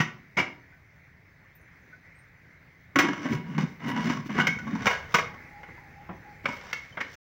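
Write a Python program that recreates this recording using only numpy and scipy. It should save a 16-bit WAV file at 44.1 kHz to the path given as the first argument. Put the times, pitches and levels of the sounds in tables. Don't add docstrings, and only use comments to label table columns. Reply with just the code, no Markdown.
import sys
import numpy as np
from scipy import signal
from scipy.fft import rfft, irfft, next_fast_len
from scipy.io import wavfile
from scipy.ndimage import uniform_filter1d, map_coordinates

SR = 44100
rng = np.random.default_rng(int(sys.argv[2]) if len(sys.argv) > 2 else 0)


def store_wav(level_fs):
    pcm = np.round(np.clip(np.atleast_2d(level_fs), -1, 1) * 32767)
    wavfile.write(sys.argv[1], SR, pcm.T.astype(np.int16))


N = 317696
SIZE = next_fast_len(N + SR // 2)
HZ = np.fft.rfftfreq(SIZE, 1 / SR)
TIME = np.arange(N) / SR


def amp(db):
    return 10 ** (np.asarray(db) / 20)


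def unit(x):
    return x / np.sqrt(np.mean(np.abs(x) ** 2) + 1e-20)


def along(points, hz=HZ):
    point_hz, value = np.transpose(points)
    return np.interp(np.log(hz + 1), np.log(point_hz + 1), value)


def curve(tables, index):
    rows = np.vstack(tables)
    return np.interp(TIME, rows[:, 0], rows[:, index])


def strokes(tables, index):
    gain = np.zeros(N)
    for table in tables:
        rows = np.array(table)
        gain = gain + np.interp(TIME, rows[:, 0], amp(rows[:, index]), 0, 0)
    return uniform_filter1d(uniform_filter1d(gain, size=300), size=300)


def wobble(rate):
    return map_coordinates(rng.standard_normal(int(N * rate / SR) + 4), [TIME * rate])


def filtered(x, response):
    return irfft(rfft(x, SIZE) * response, SIZE)[..., :N]


def causal(gain):
    cepstrum = irfft(np.log(gain + 1e-6), SIZE)
    cepstrum[1:SIZE // 2] *= 2
    cepstrum[SIZE // 2 + 1:] = 0
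    return np.exp(rfft(cepstrum))


def narrow(pitch_hz, width_hz):
    slow = rng.standard_normal(N) + 1j * rng.standard_normal(N)
    for _ in range(3):
        slow = signal.lfilter([1], [1, -np.exp(-2 * np.pi * width_hz / SR)], slow)
    slow = unit(slow)
    slow = slow / (np.abs(slow) + 0.19)
    carrier = np.exp(2j * np.pi * np.cumsum(pitch_hz) / SR)
    return unit(np.real(slow * carrier))


def after_blows(levels_db, t60_s):
    kicks = np.zeros(N)
    np.add.at(kicks, [round(row[0] * SR) for row in BLOWS], amp(levels_db))
    rising = signal.lfilter([.01], [1, -.99], kicks) * 100
    return signal.lfilter([.01], [1, -amp(-60 / t60_s / SR)], rising)


# start_s, clank_db, body_re_clank_db, edge_re_clank_db, thud_db, rattle_hold_s,
# rattle_t60_s (at least 0.005), spot_hz (note of the struck spot), spot_re_clank_db
BLOWS = [(0.0004, -23, -7.5, -12.5, -27.5, 0.0032, 0.091, 1935, -2),
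         (0.3681, -31.5, 0.5, -9, -32, 0.033, 0.076, 2200, 7.5),
         (2.9577, -13.5, -7, -15, -20, 0.001, 0.033, 1423, -3.5),
         (2.9874, -14, -4, -7, -23, 0.00056, 0.053, 2170, -12),
         (3.0033, -30, -10, -8, -43.5, 0.0015, 0.075, 1670, 1),
         (3.085, -38.5, 4.5, -5.5, -26.5, 0.0044, .02, 1660, 8.5),
         (3.1317, -33, -6, -11, -54, .002, 0.026, 2170, -16),
         (3.2548, -49.5, 16.5, -8, -33, 0.0017, 0.026, 2024, 13.5),
         (3.3253, -49.5, 9, -2.5, -25.5, 0.0017, 0.03, 2133, 18.5),
         (3.58, -29, -2, -11, -24.5, 0.0011, 0.05, 1049, -2),
         (3.8794, -59, -12, -3, -28.5, 0.0025, 0.021, 1522, 5),
         (4.0646, -41.5, -13, -16, -31.5, 0.0024, .065, 1089, 2.5),
         (4.0977, -33.5, 1, -5.5, -23, 0.0013, .053, 1013, 0),
         (4.1694, -45, -4, -8, -45.5, 0.0054, 0.015, 1079, 7),
         (4.292, -39.5, 2, -20, -47, 0.0031, 0.041, 1501, -13),
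         (4.353, -51.5, -24, -7.5, -21.5, 0.0037, .041, 1130, 3),
         (4.386, -29, 2.5, -17.5, -18, 0.0018, 0.014, 1472, -14),
         (4.398, -24.5, -14.5, -13.5, -27, 0.0018, 0.059, 1470, 7),
         (4.4695, -14.5, -12, -12.5, -43, 0.00091, 0.036, 2203, 0),
         (4.587, -40, -17, -8, -51, 0.0012, .03, 1531, 6.5),
         (4.6683, -56, 13, -19, -36.5, 0.0014, 0.05, 1797, 15),
         (4.7512, -40.5, 7, -6, -35, 0.00069, 0.029, 1093, -16),
         (4.8569, -28, 7, -1, -65, .002, .023, 1415, 4),
         (4.8673, -15, -1, -10.5, -34, 0.00067, .049, 2130, -6.5),
         (5.1417, -14, -6, -9.5, -24.5, 0.0013, 0.067, 1190, -4),
         (5.1847, -19.5, -3.5, -13.5, -36, 0.001, 0.045, 2116, -3.5),
         (5.3397, -48.5, 3, -11, -46, 0.0023, 0.044, 886, 0),
         (5.6315, -40, -5.5, -21.5, -50, 0.0005, 0.051, 2078, -2.5),
         (5.686, -49, 3, -28, -41.5, 0.0013, 0.043, 1088, 1),
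         (5.7775, -55.5, 1, -40, -52, 0.0019, .07, 902, 6),
         (6.0906, -44, 10, -48, -30, 0.0018, 0.088, 920, -11),
         (6.4404, -55.5, 11.5, -3, -35.5, 0.0023, 0.063, 2196, 10),
         (6.4551, -21, -2.5, -17, -32.5, 0.0026, 0.035, 2308, -7.5),
         (6.486, -46, -14, -5, -31, 0.0012, .048, 987, 15.5),
         (6.729, -22, -14.5, -10, -45, 0.0025, 0.026, 2140, -1),
         (6.9715, -31, 0, -30, -40.5, 0.0012, 0.064, 2022, -2),
         (7.0039, -28.5, -10.5, -17.5, -40, 0.009, 0.046, 1960, -2)]
# time_s, scrape_db, edge_re_scrape_db
SCRAPE = [
    [(3.02, -36.5, -17.5), (3.1, -47.5, -17), (3.2, -52.5, -8.5), (3.27, -44, -9.5), (3.33, -50.5, -2.5),
     (3.42, -74.5, -16), (3.5, -57, -11), (3.57, -51, -12)],
    [(3.6, -39.5, -8.5), (3.65, -60, -16.5), (3.7, -67, 3.5), (3.78, -78, -11)],
    [(3.79, -69, -14.5), (3.84, -48, -14), (3.89, -44, -10.5), (3.93, -46, -16.5), (3.98, -43, -11.5),
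     (4.05, -43.5, -4), (4.1, -41.5, -13), (4.16, -49.5, -8), (4.24, -75, -7.5), (4.28, -56, 6.5)],
    [(4.3, -49.5, -9), (4.34, -49.5, -11), (4.37, -39, -14.5), (4.405, -35.5, -8), (4.44, -47, -11.5),
     (4.465, -49.5, -12)],
    [(4.5, -61, -8), (4.58, -57, -10), (4.64, -57.5, -11), (4.7, -55, -7.5), (4.79, -50.5, -16.5),
     (4.855, -44, -9)],
    [(4.9, -36, -11.5), (4.95, -48.5, -11), (5.0, -52, -11.5), (5.08, -57, -8.5), (5.135, -54.5, 0.5)],
    [(6.48, -49, -3.5), (6.53, -49.5, -5), (6.6, -52.5, -6.5), (6.67, -56, -6.5), (6.72, -51, -5.5)],
    [(6.76, -61.5, 0), (6.82, -61, -1.5), (6.89, -67, -2.5), (6.96, -62, -8), (7.06, -69.5, 1),
     (7.12, -62.5, 0), (7.15, -59, 2)],
]
# low_hz, high_hz
BANDS = [(0, 370), (420, 1400), (1400, 3200), (3200, 8500), (8500, 30000)]
RISE_S = 0.0037
CRACK_RISE_S, CRACK_DB, CRACK_T60_S = 0.00065, 4, 0.0049
CRACK_LOSS_DB_PER_S = 918
CRACK_TILT_DB = -1.5
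SHIVER_DB, SHIVER_T60_S = -26, 0.073
TOP_DB, TOP_DB_PER_DB = -9, 0.29
SCRAPE_BODY_DB, SCRAPE_TOP_DB = -1, -16


def contact():
    force = np.zeros((len(BANDS) + 1, N + SR))
    t = np.arange(SR // 4) / SR
    spot_hz = np.full(N, 2000.)
    tilt = np.array([[-2], [-.5], [0], [.5], [1], [-1]])
    for start_s, db, body_db, edge_db, thud_db, hold_s, t60_s, hz, spot_db in BLOWS:
        rattle = amp(-60 * np.clip(t - hold_s, 0, None) / max(t60_s, .005))
        rattle = rattle + amp(SHIVER_DB - 60 * t / SHIVER_T60_S)
        crack_db = CRACK_DB - CRACK_LOSS_DB_PER_S * hold_s - 60 * t / CRACK_T60_S
        crack = (1 - np.exp(-t / CRACK_RISE_S)) * amp(crack_db)
        shape = (1 - np.exp(-t / RISE_S)) * rattle + amp(CRACK_TILT_DB * tilt) * crack
        top_db = db + edge_db + TOP_DB + TOP_DB_PER_DB * db
        share = amp([thud_db, db + body_db, db, db + edge_db, top_db, db + spot_db])
        first = round(start_s * SR)
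        force[:, first:][:, :len(t)] += share[:, None] * shape
        spot_hz[first:] = hz

    clumps_db = 1.5 * wobble(35) + 3 * wobble(250)
    edge_db = curve(SCRAPE, index=2)
    top_db = edge_db + SCRAPE_TOP_DB + 3 * wobble(20)
    scrape = strokes(SCRAPE, index=1)
    for row, band_db in enumerate((SCRAPE_BODY_DB, 0, edge_db, top_db), start=1):
        grit = unit(amp(clumps_db + 1.6 * wobble(18)))
        force[row, :N] += scrape * amp(band_db) * grit

    noise = force[:-1, :N] * rng.standard_normal(N)
    spot = uniform_filter1d(force[-1, :N], size=30) * narrow(spot_hz, width_hz=130)
    return noise, spot


HAND_S, HAND_FADE_S, HAND_DB = 5.54, 0.33, -12


def hand_damping_db():
    return HAND_DB * np.clip((TIME - HAND_S) / HAND_FADE_S, 0, 1)


# freq_hz, level_db_per_hz
METAL = [(50, -27), (100, -9), (250, -4), (420, 0), (1100, -4.5), (2200, -2), (2600, -10.5), (4000, -21.5),
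         (5700, -16.5), (7300, -31), (9500, -41.5), (13400, -38.5), (14700, -27), (15900, -28),
         (16800, -120)]
# freq_hz, level_re_clank_db, t60_s (limited to 0.02-0.13 when played)
LID = [(379, -1, 0.21), (456, -1.5, 0.25), (749, -8, 0.36), (975, 5.5, 0.044), (1102, 5.5, 0.07),
       (1483, 4, 0.17), (1634, 4, 0.2), (1950, 2, 0.3), (2103, -5.5, 0.36), (2131, 4, 0.15),
       (2310, -20.5, 0.22), (2904, 2, 0.015), (3080, -3, 0.13), (3674, 5.5, 0.058), (4330, -4.5, 0.18),
       (5170, -2.5, 0.23), (5880, 0, 0.032), (6470, 0.5, 0.021), (8900, -1.5, 0.085), (10770, 8.5, 0.017)]


def mode(centre_hz, level_db, t60_s):
    width_hz = np.log(1000) / (np.pi * np.clip(t60_s, .02, .13))
    loss = 1j * HZ * width_hz
    return amp(level_db) * loss / (centre_hz ** 2 - HZ ** 2 + loss)


def lid():
    colour = amp(along(METAL))
    force, clank = contact()
    for band_force, (low_hz, high_hz) in zip(force, BANDS):
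        slopes = (1 + (low_hz / (HZ + 1)) ** 14) * (1 + (HZ / high_hz) ** 14)
        clank = clank + filtered(band_force, unit(causal(colour / np.sqrt(slopes))))
    free_db, out = hand_damping_db(), clank
    for k in range(4):
        drive = clank * amp(free_db + 4.9 * wobble(4.9))
        out = out + filtered(drive, sum(mode(*row) for row in LID[k::4]))
    return out + rim()


RIM_HZ, RIM_WIDTH_HZ = 2195, 30
SING_DB, SING_T60_S, RUB_SING_DB = -13.5, 0.33, -10
SING_REACH_HZ = 300


def rim():
    db, spot_hz, spot_db = np.array(BLOWS)[:, [1, 7, 8]].T
    miss_db = 10 * np.log10(1 + ((spot_hz - RIM_HZ) / SING_REACH_HZ) ** 2)
    struck = after_blows(db + spot_db + SING_DB - miss_db, SING_T60_S)
    rubbed = amp(RUB_SING_DB) * strokes(SCRAPE, index=1)
    return (struck + rubbed) * narrow(np.full(N, float(RIM_HZ)), width_hz=RIM_WIDTH_HZ)


# time_s, pot_boom_db, stove_shake_db
JUDDER = [
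    [(2.958, -22.5, -51), (2.99, -39, -44), (3.066, -27, -39), (3.094, -33, -69), (3.142, -47, -42),
     (3.188, -49, -54), (3.2, -42, -51)],
    [(3.2, -41.5, -44), (3.252, -33.5, -50), (3.274, -32, -44), (3.298, -37, -39), (3.322, -25.5, -34),
     (3.344, -37.5, -31), (3.43, -48, -53)],
    [(3.43, -53, -49), (3.46, -51, -38), (3.592, -33.5, -32.5), (3.638, -34.5, -31), (3.67, -65, -42),
     (3.708, -58, -56), (3.75, -61, -55)],
    [(3.8, -52, -51), (3.86, -32, -36.5), (3.9, -42, -47), (3.944, -29, -35.5), (4.002, -27, -39),
     (4.028, -48, -40), (4.05, -35, -30)],
    [(4.05, -26, -30), (4.104, -37.5, -39.5), (4.124, -31, -51), (4.164, -35.5, -35), (4.228, -48, -42),
     (4.244, -41, -47), (4.27, -34, -40)],
    [(4.285, -53, -51), (4.307, -27.5, -39), (4.329, -39, -42), (4.397, -30, -53), (4.537, -48, -31),
     (4.553, -52, -49), (4.58, -58, -28)],
    [(4.6, -45, -57), (4.68, -37, -50), (4.718, -37.5, -37.5), (4.76, -28, -50), (4.79, -33.5, -39.5),
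     (4.868, -37.5, -35), (4.88, -33.5, -29)],
]
# time_s, pitch_hz, stove_re_pot_db
POT = [(0, 205, 34), (.2, 210, 35), (.36, 285, 29), (2.95, 290, -11.5), (3.26, 282, -5.5), (3.33, 226, 18),
       (3.7, 222, 0), (3.95, 240, 0), (4.3, 225, -1), (4.7, 233, 0.5), (5.1, 226, 15), (6.0, 230, 9),
       (7.2, 236, 4)]
BOOM_DB, BOOM_T60_S = -10.5, 0.12


def gasket():
    slips = unit(amp(3 * wobble(45)))
    thuds = after_blows(np.array(BLOWS)[:, 4] + BOOM_DB, BOOM_T60_S)
    lean = amp(curve([POT], index=2) / 2)
    pot_level = strokes(JUDDER, index=1) + thuds / lean
    pot = pot_level * narrow(curve([POT], index=1), width_hz=57.0)
    stove_level = strokes(JUDDER, index=2) + thuds * lean
    stove = stove_level * narrow(np.full(N, 155.), width_hz=40.6)
    return filtered(slips * (pot + stove), 1 / (1 + (95 / (HZ + 1)) ** 4))


# start_s, length_s, level_db
WHINE = [(5.265, 0.68, -53.5), (5.952, .48, -57), (6.24, 0.084, -48)]
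# start_s, pitch_hz, level_db, t60_s
PINGS = [(0.721, 1520, -50.5, 0.17), (1.55, 14600, -50, 0.11), (1.61, 9400, -65, 0.1),
         (1.927, 1510, -35.5, 0.085), (2.15, 8340, -66, 0.17), (2.185, 8696, -59.5, 0.13),
         (6.923, 3070, -39, 0.052)]
WHINE_HZ, WHINE_EDGE_S, WHINE_SAG_DB = 828, .015, -6


def small_tones():
    bursts = []
    for start_s, length_s, db in WHINE:
        end_s = start_s + length_s
        bursts.append([(start_s, db - 22), (start_s + WHINE_EDGE_S, db),
                       (end_s, db + WHINE_SAG_DB), (end_s + WHINE_EDGE_S, db - 31)])
    flutter = unit(amp(3.5 * wobble(16)))
    out = strokes(bursts, index=1) * flutter * narrow(WHINE_HZ + 15 * wobble(7), width_hz=40)
    for start_s, hz, db, t60_s in PINGS:
        t = np.clip(TIME - start_s, 0, None)
        envelope = amp(db - 60 * t / t60_s) * (1 - np.exp(-t / 0.0061))
        out = out + envelope * np.sin(2 * np.pi * hz * t + 1.1 * wobble(60))
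    return out


# freq_hz, t60_s
ROOM = [(100, 0.61), (700, 0.4), (2000, 0.32), (5000, 0.34), (13000, 0.18)]


def room(x):
    out, step = np.zeros(N + 2 * SR), SR // 6
    for k in range(0, N, step):
        hz, t, z = signal.stft(rng.standard_normal(SR // 2), SR, nperseg=256)
        decay = amp(-60 * t / along(ROOM, hz)[:, None])
        tail = signal.istft(z * decay, SR, nperseg=256)[1]
        wet = signal.fftconvolve(x[k:k + step], tail / np.linalg.norm(tail))
        out[k + 150:][:len(wet)] += wet
    return out[:N]


# time_s, hiss_db, rumble_db
KITCHEN = [(0, -54, -56), (.6, -55.5, -56), (1.2, -56.5, -56.5), (1.9, -54, -55), (2.3, -55.5, -56),
           (2.9, -55.5, -53.5), (3.2, -51.5, -58.5), (5.0, -48, -45.5), (5.5, -48, -51), (6.0, -51, -49),
           (6.5, -50, -51), (7.2, -51, -54)]
# freq_hz, level_db_per_hz
HISS = [(120, -18.5), (200, 2), (430, -2.5), (800, -5), (1200, -5.5), (2100, 6), (2450, -4.5), (2900, -17),
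        (6300, -21), (7600, -33), (10000, -36), (13500, -33.5), (14900, -25.5), (16000, -14)]
# freq_hz, level_db_per_hz
RUMBLE = [(12, -42), (20, -21.5), (81, -3), (173, -6), (195, -16), (219, -23.5), (260, -17), (340, -30.5),
          (570, -120)]
HISS_TRIM_DB, RUMBLE_TRIM_DB = -2.5, -3.5


def kitchen():
    z = signal.stft(rng.standard_normal(N), nperseg=512)[2]
    field = uniform_filter1d(rng.standard_normal(z.shape), size=6, axis=0)
    field = uniform_filter1d(field, size=12, axis=1)
    patchy = signal.istft(z * amp(1.8 * unit(field)), nperseg=512)[1][:N]
    hiss_db = curve([KITCHEN], index=1) + HISS_TRIM_DB + 0.33 * wobble(17.0)
    hiss = amp(hiss_db) * unit(filtered(patchy, amp(along(HISS))))
    rumble = unit(filtered(rng.standard_normal(N), amp(along(RUMBLE))))
    rumble_db = curve([KITCHEN], index=2) + RUMBLE_TRIM_DB + 0.36 * wobble(12.0)
    return hiss + amp(rumble_db) * rumble


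def scene():
    metal, boom = lid(), gasket()
    echoes = room(amp(-7.0) * metal + amp(-17.0) * boom)
    mid = metal + boom + echoes + small_tones() + kitchen()
    return np.array([mid, mid])


TOP_HZ, END_S, STOP_FADE_S = 15800, 7.155, 0.00063


def record(dry):
    side = filtered(dry[0] * wobble(300), amp(-6) / (1 + (5800 / (HZ + 1)) ** 12))
    side = filtered(side, HZ > 3500)
    stop = np.clip((END_S - TIME) / STOP_FADE_S, 0, 1)
    return filtered((dry + [side, -side]) * stop, HZ < TOP_HZ)


dry = scene()
out = record(dry)
store_wav(out)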